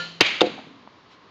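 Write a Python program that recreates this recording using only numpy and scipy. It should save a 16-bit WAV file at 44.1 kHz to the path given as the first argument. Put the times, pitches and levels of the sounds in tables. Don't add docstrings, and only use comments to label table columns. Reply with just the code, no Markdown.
import sys
import numpy as np
from scipy import signal
from scipy.fft import rfft, irfft, next_fast_len
from scipy.io import wavfile

SR = 44100
rng = np.random.default_rng(int(sys.argv[2]) if len(sys.argv) > 2 else 0)


def pcm_store(signal):
    levels = np.round(np.clip(np.atleast_2d(signal), -1, 1) * 32767)
    wavfile.write(sys.argv[1], SR, levels.astype(np.int16).T)


N = 57330

# (time [s], level [dB])
SNAP_CONTACTS = [(0.2079, 1), (.2112, -4), (.2160, -10)]
# (time [s], level [dB], frequency [Hz], T60 [s])
BALL_CONTACTS = [(.4080, -8, 3620, 0.025), (0.4145, -6, 2811, 0.0067)]


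def amp(db):
    return 10 ** (np.asarray(db) / 20)


def clock():
    return np.arange(N) / SR


def decay(t60):
    return np.exp(-np.log(1000) * clock() / t60)


def delayed(x, seconds):
    return np.pad(x, (max(round(seconds * SR), 0), 0))[:N]


def butterworth(x, order, corner_hz, kind="low"):
    return signal.lfilter(*signal.butter(order, corner_hz, kind, fs=SR), x)


def coloured(x, spectrum):
    size = 2 * next_fast_len(N)
    hz, db = np.transpose(spectrum)
    gain_db = np.interp(np.log(np.fft.rfftfreq(size, 1 / SR) + 1), np.log(hz + 1), db)
    cepstrum = irfft(np.log(amp(gain_db)))
    cepstrum[1:size // 2] *= 2
    cepstrum[size // 2 + 1:] = 0
    return irfft(rfft(x, size) * np.exp(rfft(cepstrum)))[:N]


def noise(spectrum):
    x = coloured(rng.standard_normal(N), spectrum)
    return x / x.std()


def ring(modes, scatter_db=1.5):
    out = np.zeros(N)
    for k, (hz, db, t60) in enumerate(modes):
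        gain = (-1) ** k * amp(db + scatter_db * rng.standard_normal())
        out += gain * decay(t60) * np.sin(2 * np.pi * hz * clock())
    return out


def background():
    # (frequency [Hz], level [dB])
    spectrum = [(30, -5), (70, 1.5), (130, 1.5), (270, 3), (450, 0), (800, -4), (1050, 3), (1350, -5),
                (2500, -10.5), (4200, -13), (5300, -21), (7000, -31.5), (8000, -38)]
    return amp(-52) * noise(spectrum)


def reverberation(onset, db, spectrum):
    # (frequency [Hz], level [dB])
    echo_spectrum = [(200, -17), (1500, -8), (2800, 6), (4400, 5.5), (5500, -14), (6500, -11),
                     (8000, -17.5)]
    early_db, walls_s, rise_s = -3.5, 0.042, 0.005
    echo_s, echo_width_s = 0.059, 0.0067
    build_up = 0.5 + 0.5 * np.tanh((clock() - walls_s) / rise_s)
    tail = noise(spectrum) * decay(t60=0.73) * amp(early_db * (1 - build_up))
    echo = amp(-4) * noise(echo_spectrum) * np.exp(-((clock() - echo_s) / echo_width_s) ** 2)
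    return delayed(amp(db) * (tail + echo), onset)


def lingering_ring():
    # (frequency [Hz], level [dB], T60 [s])
    modes = [(167.4, -12.5, 1.6), (527, -9.5, 0.2), (1408, 0, 0.23), (1746, -4, 0.25), (2945, -15.5, 0.53),
             (3035, -15, 0.6), (3090, -15.5, .6), (3973, -15.5, .32), (4154, -14.5, 0.36),
             (4145, -10, 0.54), (4538, -16.5, 0.61), (6874, -28, .39)]
    # (frequency [Hz], level [dB])
    spectrum = [(100, -3.5), (450, -1.5), (900, -6), (2200, -6), (3050, 0), (3600, -4.5), (4200, -0.5),
                (5200, -14.5), (7000, -19), (8000, -23)]
    return amp(-27) * ring(modes) + amp(-34.5) * decay(t60=0.64) * noise(spectrum)


def cloth_rub():
    # (frequency [Hz], level [dB])
    spectrum = [(300, -19.5), (1100, -2), (4000, 3), (7000, -16)]
    centre_s, half_width_s = 1.129, 0.03
    return amp(-56.5) * noise(spectrum) * np.exp(-((clock() - centre_s) / half_width_s) ** 2)


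def small_taps():
    # (time [s], level [dB], frequency [Hz], T60 [s])
    contacts = [(0.2046, -24.5, 1420, .012), (.579, -33.5, 760, 0.07), (.589, -28, 850, 0.012),
                (.592, -33.5, 650, 0.032), (.641, -46, 800, 0.022), (0.875, -25, 970, 0.007)]
    taps = sum(delayed(ring([(hz, db, t60)]), onset) for onset, db, hz, t60 in contacts)
    return butterworth(taps, order=1, corner_hz=2500)


def rolling():
    # (time [s], level [dB])
    envelope = [(.48, -56), (.5, -36.5), (.57, -44), (.65, -48.5), (.70, -46.5), (.78, -51.5), (.84, -54.5),
                (.95, -69.5)]
    # (frequency [Hz], level [dB])
    spectrum = [(80, -20.5), (130, -9.5), (220, -5.5), (272, 3.5), (330, -15), (500, -19), (1000, -41.5),
                (4000, -63.5)]
    level_db = np.interp(clock(), *np.transpose(envelope), left=-120, right=-120)
    return amp(level_db) * noise(spectrum)


def table_knocks():
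    # (time [s], level [dB], corner frequency [Hz])
    hops = [(.4159, 3, 1700), (.4313, -6, 734), (0.4391, -5.5, 464), (0.445, -14, 710), (0.4683, -10, 380),
            (0.4966, -15.5, 279), (.551, -24, 250), (.670, -20.5, 158), (0.689, -29.5, 170),
            (0.712, -33, 170), (.808, -33.5, 190)]
    # (frequency [Hz], level [dB], T60 [s])
    modes = [(206.5, -20, 0.27), (296.7, -2, 0.071), (363, 1.5, 0.046), (518.2, -1, 0.097),
             (711.5, -8, .13), (864, -11.5, 0.072)]
    push_hz, push_db, push_t60 = 502.7, 1, 0.028
    out = np.zeros(N)
    for onset, db, corner_hz in hops:
        blow = amp(-12.5) * ring(modes) + ring([(push_hz, push_db, push_t60)])
        out -= delayed(amp(db) * butterworth(blow, 2, corner_hz), onset)
    return butterworth(out, order=2, corner_hz=190, kind="high")


def ball_clicks():
    # (frequency [Hz], level [dB])
    spectrum = [(300, -13), (1200, -3), (2600, -2.5), (4600, -6), (5500, -19.5), (7200, -23), (8000, -13.5)]
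    out = np.zeros(N)
    for onset, db, hz, t60 in BALL_CONTACTS:
        click = ring([(hz, 0, t60)]) + amp(-5) * decay(t60=0.024) * noise(spectrum)
        out += delayed(amp(db) * click, onset)
    return out


def base_recoil():
    # (frequency [Hz], level [dB], T60 [s])
    modes = [(115, -18.5, 0.19), (202, -15.5, 0.06), (292.5, -1, 0.043), (453, -4.5, 0.0473),
             (576, -7.5, 0.0418), (732, -7, 0.053)]
    push_hz, push_db, push_t60 = 430, -2, 0.011
    kick = amp(-9.5) * ring(modes) - ring([(push_hz, push_db, push_t60)])
    radiated = butterworth(kick, order=2, corner_hz=130, kind="high")
    return delayed(radiated, seconds=0.209)


def spoon_snap():
    # (frequency [Hz], level [dB], T60 [s])
    modes = [(1460, -4.5, 0.035), (1820, -7, 0.056), (2167, -8, 0.065), (2440, -8.5, 0.055),
             (2725, -13.5, 0.043), (3014, -3, 0.045), (3130, -3, 0.095), (3782, -2.5, 0.063),
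             (4640, 5.5, 0.011), (6244, -4.5, 0.024)]
    # (frequency [Hz], level [dB])
    spectrum = [(200, 0), (1000, -3.5), (2000, 0), (3000, 4.5), (4700, -12.5), (5500, -13.5), (6400, -17),
                (8000, -27)]
    pulse = coloured(signal.unit_impulse(N), spectrum)
    pulse /= np.abs(pulse).max()
    out = np.zeros(N)
    for onset, db in SNAP_CONTACTS:
        ringing = amp(-15) * ring(modes)
        crack = amp(-6) * decay(t60=0.032) * noise(spectrum)
        out += delayed(amp(db) * (pulse + ringing + crack), onset)
    return out


def scene():
    # (frequency [Hz], level [dB])
    flick_spectrum = [(60, -35), (110, -13), (200, -12), (340, -6), (700, -9), (1100, -7.5), (1700, -4.5),
                      (2300, 3.5), (3200, -1), (4000, -7.5), (4700, -10.5), (5500, -23.5), (6400, -21.5),
                      (7200, -29), (8000, -25.5)]
    landing_spectrum = [(100, -13), (300, 5), (600, 3.5), (1100, -0.5), (2000, -4.5), (3000, -5.5),
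                        (3800, -0.5), (4700, -10), (5500, -27), (6500, -19.5), (8000, -29.5)]
    flick = lingering_ring() + spoon_snap() + base_recoil()
    flick += reverberation(SNAP_CONTACTS[0][0], db=-18, spectrum=flick_spectrum)
    landing = ball_clicks() + table_knocks()
    landing += reverberation(BALL_CONTACTS[0][0], db=-31.5, spectrum=landing_spectrum)
    return (flick + landing + rolling() + small_taps() + cloth_rub() + background())[None]


def record(dry):
    # (frequency [Hz], level [dB])
    response = [(20, -16), (60, -12.5), (110, -3.5), (7000, 2), (7700, -9), (8300, -23), (9500, -58)]
    clip_level, top_hz = 0.88, 16000
    clipped = np.clip(coloured(dry[0], response), -clip_level, clip_level)
    return signal.sosfilt(signal.butter(12, top_hz, fs=SR, output="sos"), clipped)[None]


dry = scene()
out = record(dry)
pcm_store(out)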